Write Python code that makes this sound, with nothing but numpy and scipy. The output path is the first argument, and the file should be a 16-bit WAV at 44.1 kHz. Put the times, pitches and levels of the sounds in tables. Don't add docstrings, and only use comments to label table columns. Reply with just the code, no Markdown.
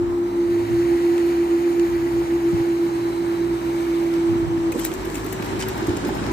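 import sys
import numpy as np
from scipy import signal
from scipy.io import wavfile
from scipy.ndimage import map_coordinates

SR = 44100
rng = np.random.default_rng(int(sys.argv[2]) if len(sys.argv) > 2 else 0)


def boost_factor(decibels):
    exponent = np.asarray(decibels, float) / 20
    return 10 ** exponent


def dump_mix(stems):
    frames = np.atleast_2d(stems).T
    limited = np.clip(frames, -1, 1)
    pcm = np.round(limited * 32767).astype(np.int16)
    wavfile.write(sys.argv[1], SR, pcm)


N = 278752

# (time [s], pitch 1 [Hz], pitch 2 [Hz], pitch of pump 3 [Hz], pitch 4 [Hz])
PUMP_PITCH = [(0.0, 352.55, 345.39, 341.93, 353.4), (0.4, 353.33, 344.88, 338.69, 343.13),
              (0.79, 352.49, 342.86, 337.44, 347.34), (1.18, 351.0, 343.03, 336.22, 345.96),
              (1.58, 349.41, 341.78, 334.51, 341.11), (1.98, 348.42, 340.45, 335.19, 344.85),
              (2.37, 346.2, 339.49, 332.44, 341.56), (2.76, 345.13, 339.58, 331.15, 343.91),
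              (3.16, 344.34, 339.99, 331.15, 339.66), (3.56, 341.77, 338.66, 330.7, 342.43),
              (3.95, 342.91, 337.75, 329.49, 342.69), (4.35, 337.07, 337.0, 329.01, 337.95),
              (4.74, 333.03, 335.05, 329.06, 330.45)]
# (time [s], level 1 [dB], level 2 [dB], level 3 [dB], level 4 [dB])
PUMP_LEVEL = [(0.0, -42.3, -21.1, -32.3, -44.2), (0.4, -44.7, -25.9, -36.5, -20.1),
              (0.79, -34.0, -18.2, -29.4, -35.2), (1.18, -34.4, -18.2, -31.9, -54.4),
              (1.58, -30.7, -18.6, -38.3, -16.9), (1.98, -33.7, -22.4, -28.3, -32.8),
              (2.37, -32.8, -19.9, -35.1, -42.1), (2.76, -38.0, -20.4, -31.8, -46.9),
              (3.16, -40.8, -23.8, -36.0, -32.7), (3.56, -32.6, -23.5, -35.6, -30.2),
              (3.95, -25.2, -21.2, -40.8, -25.1), (4.35, -21.2, -16.0, -35.5, -24.6),
              (4.74, -22.3, -21.0, -28.4, -21.1)]
# (time [s], left minus right [dB])
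PUMP_SIDE = [
    (0, 1.5),
    (.8, -2.5),
    (2.4, -1),
    (3.2, -3.5),
    (4.7, -1.5),
]
STOP_S = 4.715
CUT_DB, CUT_S = -9.5, 0.026
COAST_DB_PER_S, COAST_HZ_PER_S = -53, -16.5
FOURTH_DB, THIRD_DB, SHAFT_DB_PER_S = -40.5, -45, -1.7

# (time [s], level of its lowest tone [dB])
FAR_LEVEL = [(0, -55), (2.6, -55), (3.05, -40.5), (3.55, -39), (3.75, -50), (4.0, -43), (4.65, -47),
             (4.85, -37), (5.2, -36), (5.33, -33), (5.48, -38.5), (5.55, -39), (5.61, -38), (5.68, -29),
             (5.76, -36), (6.32, -38)]
FAR_HZ, FAR_SAG_HZ_PER_S, FAR_START_S, FAR_UPPER_DB = 382, -1.2, 2.6, -61

# (time [s], firing pitch [Hz], second order [dB], first order [dB], third order [dB])
ENGINE = [(0.0, 56.5, -43, -42, -55), (0.45, 52, -50, -52, -60), (0.6, 53, -35.5, -51, -56),
          (0.75, 57.9, -32.5, -44, -56), (0.92, 64.5, -42, -41, -55), (1.15, 68.5, -52, -58, -58),
          (1.45, 69.82, -51, -41.5, -58), (1.7, 67.01, -53, -54, -58), (1.9, 63.5, -42, -46, -56),
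          (2.2, 64.2, -40.5, -42, -55), (2.83, 65.3, -42, -49, -50), (3.05, 58.5, -42, -49, -48),
          (3.5, 59.6, -42, -43, -44), (3.83, 65.5, -40.5, -45, -49), (3.95, 59.9, -59, -49, -51),
          (4.37, 50.6, -42, -43, -56), (4.6, 53.07, -39, -53, -56), (4.8, 45.8, -48, -45, -53),
          (5.37, 54.8, -39.5, -41, -43), (6.2, 57, -40, -39, -47), (6.32, 59.5, -33, -33, -48)]
GEAR_ON_S, GEAR_OFF_S = 0.6, 3.1
GEAR_DB, GEAR_FADE_DB_PER_S, GEAR_IDLE_DB = -53, 45, -70

# (time [s], nearness of traffic [dB], rush of tyres and oil [dB])
ROAD_DRIVE = [(0, 2.5, -9), (.17, 0.5, -7), (.4, 0, -3), (.76, 0.5, 2), (1.14, 0.5, 3), (2.06, -0.5, 1.5),
              (2.82, 0.5, 1.5), (3.61, 0.5, 0), (3.86, 0.5, 2.5), (4.47, 3, -3), (4.75, 6, -4.5),
              (4.91, 3, 0.5), (5.23, 2, 1.5), (5.42, 6.5, -2), (5.86, 7.5, -1.5), (6.18, 11, -4.5),
              (6.32, 11, -4)]
# (frequency [Hz], level per Hz [dB])
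ROAD_COLOUR = [(30, -38), (50, -12.5), (110, -9), (200, -9.5), (300, -1), (450, -9), (600, -11.5),
               (850, -5), (1050, -10.5),
               (1300, -13.5), (2200, -20), (3500, -25), (8000, -33), (10000, -14.5), (13000, -18)]
# (frequency [Hz], share of power [0-1])
FROM_LEFT = [(50, .8), (300, .75), (700, .55), (1300, .45), (3000, .4), (8000, .48), (11000, .24)]
# (time [s], lead of the left microphone [samples], weight of direct share [factor])
BEARING = [
    (0, 24.2, 0.78),
    (.5, 19.9, 1.18),
    (2.5, 19.5, 0.85),
    (3.2, 20.66, 0.85),
    (4, 21, 0.83),
    (4.7, 22, 0.62),
    (5.5, 22.5, 0.73),
    (6.32, 25.3, 0.41),
]
# (level [dB], share of nearness [factor], share of rush [factor])
ROAD_LAYERS = [
    (-41, 1, 0.054),
    (-34.5, 0.55, 0.14),
    (-41.5, 0.84, 0.75),
    (-52.5, .05, 0.88),
]
LEFT_LEAD = 21

DRUM_DB, DRUM_FOLLOWS = -45.5, 1.1
SETTLE_DB, SETTLE_DB_PER_S = -36, -13

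# (time [s], length [s], left level [dB], right level [dB], pitch [Hz])
PUFFS = [(0.05, 0.058, -56, -30.5, 84), (0.553, 0.07, -49, -36, 90.7), (0.712, 0.018, -32, -30, 105),
         (0.907, 0.21, -39, -45, 80), (1.88, 0.21, -36.5, -57, 90), (2.183, 0.064, -55, -36.5, 88.1),
         (4.32, 0.027, -61, -25, 107), (4.48, 0.066, -53, -27, 105), (4.63, 0.066, -50, -37, 90.3),
         (5.001, 0.035, -45, -38, 90), (5.604, 0.087, -37, -51, 80.4), (5.9, 0.006, -27, -35, 106),
         (6.197, 0.042, -36, -45.5, 80.1)]

# (loudest time [s], length [s], pitch there [Hz], level [dB],
# sag in pitch [share per s])
WHIRRS = [(1.5, .45, 770, -43.5, .02), (2.7, .6, 850, -46, .0), (.9, .35, 1960, -48, 0.),
          (2.1, .45, 1960, -50, .02), (1.6, .5, 2400, -52, .03), (2.9, .5, 2150, -53, -.03),
          (3.9, .35, 2230, -50, 0.), (1.2, .45, 4250, -57, .02), (3.15, .45, 4000, -53, .03),
          (3.65, .2, 3700, -54, .1), (4.35, .3, 3250, -54, .1), (6.15, .3, 1460, -44, 0.),
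          (6.15, .25, 520, -42, 0.), (1.6, .7, 6800, -60, .04), (1.0, .4, 8500, -63, 0.),
          (3.3, .8, 8300, -62, .015), (1.5, .5, 13900, -66, -.04), (1.4, .5, 11800, -67, 0.),
          (.6, .35, 3900, -59, 0.)]
WHIRR_WIDTH_HZ, WHIRR_WIDENS = 70, 0.012
# (time [s], pitch [Hz], level [dB])
IDLER = [
    (3.75, 148, -70),
    (3.98, 155, -44),
    (4.45, 156, -42),
    (4.72, 165, -44),
    (5.05, 168, -70),
]

# (time [s], top band peak [dB], high band [dB], mid band [dB])
SLATS = [(4.7185, -25, -2, -5), (4.786, -40, -5, 4), (4.7925, -25, -15, -8), (5.048, -33, -9, -6),
         (5.142, -30.5, -1, -5), (5.152, -28.5, 1, -1), (5.173, -38, -6, -3), (5.1644, -37, -13, -1),
         (5.261, -34, 1, -4), (5.324, -24, -6.5, -7.5), (5.421, -34, -6, 1), (5.442, -35, -1, -7),
         (5.457, -36, -10, 1), (5.589, -32, -3, -9), (5.600, -30, -1, -14), (5.681, -28.5, -4, -12),
         (5.774, -29.5, -5.5, -20), (5.866, -29.5, -3, -3), (5.965, -33.5, 5, 3), (6.047, -36.5, 4, 5),
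         (6.0671, -35, -18, -5), (6.08, -35, -14, -7), (6.312, -38, -3, -8)]
# (time [s], top band peak [dB], high band [dB], mid band [dB])
TICKS = [(1.1794, -39, 5, 8), (1.796, -35.5, 4, 6.5), (4.138, -36.5, -4, 8.5), (4.7775, -35, -15, -5),
         (4.916, -41, -18, 14), (4.938, -25.5, -4, -14), (5.0998, -33, -5, 2), (5.18, -36, -1, 0),
         (5.245, -29, -14, -9), (5.365, -39, -11, 1), (5.5, -44, -6, -2), (5.73, -41, 11, -6),
         (5.755, -42, -15, -12), (5.815, -48, -6, 1), (5.841, -42, -7, 8), (5.8934, -40, 8, 14.5),
         (5.907, -38, -6, 0), (6.1469, -36, -14, -11), (6.1705, -41, -16, -12), (6.24, -38, -4, 9),
         (6.2642, -30.5, -13, 1)]
# (time [s], top band peak [dB], left minus right [dB], lower bands [dB], length [s])
LATCH = [(4.8345, -27, 2, -11, .003), (4.8452, -34, 5, 5, .004), (4.8488, -19, 7, -8, .004),
         (4.855, -28, 1, -8, .02), (5.6105, -28, -5, 3, .002), (5.6125, -34, -4, 2, .007),
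         (5.6236, -26, -7, 6, .002), (5.6255, -34, -5, 1, .007), (5.592, -42, -2, 7, .016),
         (5.684, -42, -2, 7, .01), (5.632, -37, -4, 1, .012), (6.14, -37, 2, -22, .045)]
# (frequency [Hz], width [Hz], level [dB])
SLAT_RINGS = [
    [(11660, 1900, -3), (13240, 2300, -6), (14900, 1800, -7)],
    [(7370, 2700, 1.5), (5600, 3100, -2)],
    [(2060, 2100, 7), (3440, 3840, 2.5)],
]
# (time [s], level [dB])
SHIVER = [
    (4.722, -40),
    (4.846, -69),
    (5.03, -52),
    (5.145, -47),
    (5.59, -63),
    (5.96, -60),
]
# (time [s], level [dB], left minus right [dB])
SNAP = [
    (4.8496, -2, 9),
    (4.8503, 8, 9),
    (4.8521, -1, 9),
    (4.8526, -2, 9),
]
SCRAPE_S, TICK_S, SHIVER_S = 0.0095, 0.0022, 0.093
SKIRT_SIDE_DB, DULL_CENTRES = 10.5, 0.4
SLAT_VARIES_DB = 2.5
SKIRT_LEAD = 2

# (time [s], peak [dB], pitch [Hz], left minus right [dB])
THUDS = [
    (2.529, -24, 172.5, 16),
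    (2.536, -26, 105, 15),
    (2.598, -29, 120, 12),
    (5.884, -24.5, 85, 2),
]

# (time [s], peak [dB], pitch [Hz])
KNOCKS = [(4.744, -18, 345), (4.756, -9.5, 333.5), (4.766, -28, 330), (4.817, -27, 312), (4.838, -25, 330),
          (4.848, -17, 347), (4.89, -35, 332), (4.909, -18, 311), (5.041, -23, 331), (5.074, -11.5, 349),
          (5.167, -18, 317), (5.248, -18, 338), (5.265, -16.5, 352), (5.415, -24, 338), (5.532, -14.5, 344),
          (5.551, -15.5, 340), (5.565, -17.5, 324), (5.747, -38, 359), (5.821, -15.5, 345),
          (5.839, -14, 353), (5.857, -26, 366), (5.882, -6, 325), (5.899, -11, 343), (5.914, -17, 343.5),
          (5.933, -10, 329), (5.967, -17, 316), (6.028, -16, 317.4), (6.042, -11.5, 328),
          (6.059, -11, 324.6), (6.077, -15, 255.5), (6.104, -12, 370), (6.119, -13.5, 346),
          (6.146, -28, 332), (6.213, -16.5, 290.5), (6.267, -16, 266.3), (6.289, -13, 317.5),
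          (6.308, -15.5, 319.5)]
# (time [s], peak [dB], pitch [Hz], time to build [cycles])
TAPS = [(4.7195, -31, 4000, 6), (4.72, -31, 2100, 4), (4.7245, -26.5, 2480, 6), (4.757, -27, 570, 3),
        (4.793, -32, 3400, 9), (4.803, -38, 3000, 22), (4.8545, -31, 4000, 9), (4.745, -19.5, 480, 5),
        (5.626, -30, 3020, 20), (5.638, -27, 900, 2), (6.065, -44, 5000, 40), (6.0905, -15, 830, 1.5),
        (4.8455, -22, 3500, 2.5), (4.846, -26, 5200, 3), (4.849, -25, 1900, 2.5), (4.812, -36, 3200, 25),
        (4.755, -22, 240, 4), (5.075, -27, 326, 9), (5.15, -23, 330, 8)]


def rms_one(x):
    return x / np.sqrt(np.mean(x ** 2) + 1e-20)


def in_time(rows):
    times, *columns = np.transpose(rows)
    return [np.interp(np.arange(N) / SR, times, column) for column in columns]


def at_hz(points, hz):
    table = np.array(points)
    return np.interp(np.log(hz), np.log(table[:, 0]), table[:, 1])


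def drift(rate):
    r = np.exp(-80 * np.pi * rate / SR)
    noise = rng.standard_normal(N // 40 + 2002)
    slow = signal.lfilter([1], [1, -2 * r, r * r], noise)[2000:]
    return np.interp(np.arange(N) / 40, np.arange(len(slow)), rms_one(slow - slow.mean()))


def resonance(x, hz, width_hz):
    r = np.exp(-np.pi * width_hz / SR)
    push = np.array([1, 0, -1]) * (1 - r * r) / 2
    ring = [1, -2 * r * np.cos(2 * np.pi * hz / SR), r * r]
    return signal.lfilter(push, ring, x + 1e-18)


def tone(hz, rms_db):
    turns = np.cumsum(hz) / SR + rng.random()
    return np.sqrt(2) * boost_factor(rms_db) * np.sin(2 * np.pi * turns)


def panned(x, pan_db, lead=0):
    left = x * boost_factor(pan_db / 2)
    right = np.roll(x, lead) * boost_factor(-pan_db / 2)
    return np.array([left, right])


def delayed(x, samples):
    places = [np.arange(N) - samples]
    return np.array([map_coordinates(row, places, order=3, mode="mirror") for row in x])


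def pump():
    t = np.arange(N) / SR
    after = np.maximum(t - STOP_S, 0)
    hz = np.array(in_time(PUMP_PITCH)) + COAST_HZ_PER_S * after
    power_off_db = CUT_DB * np.minimum(after / CUT_S, 1) + COAST_DB_PER_S * after
    db = np.array(in_time(PUMP_LEVEL)) + power_off_db
    phase = 2 * np.pi * np.cumsum(hz + 0.82 * drift(28), axis=1) / SR
    flutter = boost_factor(-0.04 + 0.5 * drift(35))
    teeth = np.sqrt(2) * flutter * np.sum(boost_factor(db) * np.sin(phase), axis=0)
    fade_db = SHAFT_DB_PER_S * t - 300 * after
    fourth = tone(hz[1] * 4 / 5, FOURTH_DB + fade_db + 1.2 * drift(4))
    third = tone(hz[1] * 3 / 5, THIRD_DB + fade_db * 2 + 1.2 * drift(4))
    side_db = in_time(PUMP_SIDE)[0] + 1.2 * drift(13)
    return panned(teeth, side_db) + fourth + third


def far_motor():
    since = np.arange(N) / SR - FAR_START_S
    hz = FAR_HZ + FAR_SAG_HZ_PER_S * np.maximum(since, 0)
    upper_db = FAR_UPPER_DB + 6 * np.minimum(since - 0.5, 0)
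    out = np.zeros((2, N))
    for k, db in enumerate(in_time(FAR_LEVEL) + [upper_db, upper_db]):
        whine = tone(hz * (k + 1), db + 1.8 * drift(5))
        out += panned(whine, 1.5, lead=LEFT_LEAD * k)
    return out


def engine():
    hz, second_db, first_db, third_db = in_time(ENGINE)
    t = np.arange(N) / SR
    hz = hz * (1 + 0.004 * drift(6.7))
    low = np.zeros(N)
    for k, db in enumerate((first_db, second_db, third_db)):
        waver_db = 3.5 if k == 0 else 1.5
        low += tone(hz * (k + 1), db + waver_db * drift(6))
    outside_s = np.maximum(np.maximum(GEAR_ON_S - t, t - GEAR_OFF_S), 0)
    gear_db = np.maximum(GEAR_DB - GEAR_FADE_DB_PER_S * outside_s, GEAR_IDLE_DB) + 3.5 * drift(10)
    gear = tone(hz * 11 + 4 * drift(20), gear_db) + tone(hz * 12, gear_db - 5)
    return panned(low + gear, 0.0, lead=LEFT_LEAD)


def road():
    near_db, rush_db = in_time(ROAD_DRIVE)
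    lead, weight = in_time(BEARING)
    white = rng.standard_normal((2, 3, N))
    direct, diffuse = np.zeros((4, N)), np.zeros((4, 2, N))
    together = drift(7)
    edges = 28 * 2 ** np.arange(0, 9.3, 0.4)
    for k, (low, high) in enumerate(zip(edges, edges[1:])):
        band_filter = signal.butter(2, [low, high], "band", fs=SR, output="sos")
        bands = signal.sosfilt(band_filter, white[k % 2])
        hz = np.sqrt(low * high)
        share = np.clip(at_hz(FROM_LEFT, hz) * (weight if hz > 500 else 1), 0, 1)
        colour_db = at_hz(ROAD_COLOUR, hz)
        gain = boost_factor(colour_db + 0.5 * together + 0.95 * drift(22))
        layer = np.searchsorted([230, 1500, 9000], hz)
        direct[layer] += gain * np.sqrt(share) * bands[0]
        diffuse[layer] += gain * np.sqrt(1 - share) * bands[1:]
    direct = direct + 0.25 * weight * delayed(direct, lead)
    layers = diffuse + np.stack([direct, delayed(direct, lead)], axis=1)
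    out = np.zeros((2, N))
    for (db, near, rush), layer in zip(ROAD_LAYERS, layers):
        out += boost_factor(db + near * near_db + rush * rush_db) * rms_one(layer)
    return out


def cabinet():
    white = rng.standard_normal((3, N))
    shaken = white[0] + 0.38 * white[1:]
    drumming = resonance(resonance(shaken, 311, 152), 311, 152)
    after = np.arange(N) / SR - STOP_S
    traffic = boost_factor(DRUM_DB + DRUM_FOLLOWS * in_time(ROAD_DRIVE)[0])
    landing = (after > 0) * boost_factor(SETTLE_DB + SETTLE_DB_PER_S * after)
    return rms_one(drumming) * (traffic + landing) * boost_factor(2.1 * drift(40)) * boost_factor([[-1.2], [1.2]])


def wind():
    out, t = np.zeros((2, N)), np.arange(N) / SR
    white = rng.standard_normal((2, N)) * boost_factor([2.0 * drift(33), 2.5 * drift(31)])
    for s, length, left_db, right_db, hz in PUFFS:
        near = slice(max(0, int((s - 0.4) * SR)), int((s + 0.4) * SR))
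        swell = np.exp(-0.5 * ((t[near] - s) / length) ** 2)
        lumps = swell * resonance(resonance(white[:, near], hz, 0.26 * hz), hz, 2.4 * hz)
        lumps = lumps * np.sqrt(np.sum(swell ** 2) / np.sum(lumps ** 2, axis=1, keepdims=True))
        out[:, near] += lumps * boost_factor([[left_db], [right_db]])
    return out


def whirr():
    t = np.arange(N) / SR
    out = np.zeros(N)
    for s, length, hz, db, sag in WHIRRS:
        swell = np.exp(-0.5 * ((t - s) / length) ** 2)
        roughness = drift(min(WHIRR_WIDTH_HZ + WHIRR_WIDENS * hz, 250))
        out += swell * roughness * tone(hz * (1 - sag * (t - s)), db)
    return panned(out + tone(*in_time(IDLER)), 1.2, lead=LEFT_LEAD)


def slats():
    drive, t = np.zeros((3, 2, N + SR)), np.arange(SR // 10) / SR
    touches = []
    for rows, length in ((SLATS, SCRAPE_S), (TICKS, TICK_S)):
        for s, db, high_db, mid_db in rows:
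            touches.append((s, db, SKIRT_SIDE_DB - DULL_CENTRES * mid_db, high_db, mid_db, length))
    for s, db, pan_db, low_db, length in LATCH:
        touches.append((s, db, pan_db, low_db, low_db + 0.5, length))
    for s, peak_db, pan_db, high_db, mid_db, length in touches:
        contact = np.exp(-(t / max(length, 0.001)) ** 4)
        scrape = boost_factor(-13) * np.exp(-t / (3.5 * length))
        burst = boost_factor(peak_db - 9.5) * (contact + scrape) * np.minimum(t / (0.24 * length), 1)
        shadows_db = pan_db + 4.5, pan_db - 5.0, 0.25 * pan_db
        for band, db, shadow_db in zip(drive, (0, high_db, mid_db), shadows_db):
            band[:, round(s * SR):][:, :len(t)] += panned(boost_factor(db) * burst, shadow_db)

    swings = np.zeros(N)
    for s, db in SHIVER:
        since = np.maximum(np.arange(N) / SR - s, 0) / SHIVER_S
        swings += boost_factor(db) * since * np.exp(1 - since)
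    shiver = panned(swings * boost_factor(-4.5 + 2.5 * drift(22)), 0.87)
    drive[:, :, :N] += shiver * boost_factor([-5, 1.5, -12])[:, None, None]

    snap = np.zeros((2, N))
    for s, db, pan_db in SNAP:
        snap[:, round(s * SR)] = boost_factor([db + pan_db / 2, db - pan_db / 2])

    grains_db = 2.17 * np.minimum(rng.exponential(1, N), 4) - 8.5
    grit = rng.standard_normal((3, N)) * boost_factor(grains_db)
    grit = 1.3 * grit[0] + 1.05 * grit[1:]
    hits = grit * drive[:, :, :N] + snap * boost_factor([0, -21, -26])[:, None, None]
    hits[:, 1] = np.roll(hits[:, 1], SKIRT_LEAD, axis=1)
    out = np.zeros((2, N))
    for band, rings in zip(hits, SLAT_RINGS):
        for hz, width, db in rings:
            struck = band * boost_factor(SLAT_VARIES_DB * drift(9))
            out += boost_factor(db + 7) * resonance(resonance(struck, hz, width), hz, 1.6 * width)
    return out


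def thuds():
    out, t = np.zeros((2, N + SR)), np.arange(SR // 10) / SR
    for s, peak_db, hz, pan_db in THUDS:
        cycles = t * hz / 1.1
        swing = boost_factor(peak_db) * cycles * np.exp(1 - cycles) * np.sin(2 * np.pi * hz * t)
        out[:, round(s * SR):][:, :len(t)] += panned(swing, pan_db)
    return out[:, :N]


def knocks():
    out, t = np.zeros(N + SR), np.arange(SR // 10) / SR
    soft_knocks = [(*row, 1.5) for row in KNOCKS]
    for s, peak_db, hz, build in soft_knocks + TAPS:
        cycles = t * hz / build
        ring = cycles * np.exp(1 - cycles) * np.sin(2 * np.pi * hz * t)
        out[round(s * SR):][:len(t)] += boost_factor(peak_db - 6.0) * ring
    return panned(out[:N], -3.5)


def scene():
    machines = pump() + far_motor() + engine()
    surroundings = road() + cabinet() + wind() + whirr()
    return machines + surroundings + slats() + thuds() + knocks()


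def band_limit(x):
    return signal.sosfilt(signal.butter(12, 16000, fs=SR, output="sos"), x)


def record(dry):
    dry = signal.sosfilt(signal.butter(2, 35, "high", fs=SR, output="sos"), dry)
    dry = dry - 0.5 * resonance(dry, 9220, 1020) - 0.29 * resonance(dry, 10400, 1640)
    dry = dry - 0.18 * resonance(dry, 3450, 600)
    dry = dry + np.array([[0.2], [-0.15]]) * resonance(dry, 12000, 12000)
    dry = signal.sosfilt(signal.cheby2(20, 70, 15950, fs=SR, output="sos"), dry)
    return band_limit(dry)


dry = scene()
out = record(dry)
dump_mix(out)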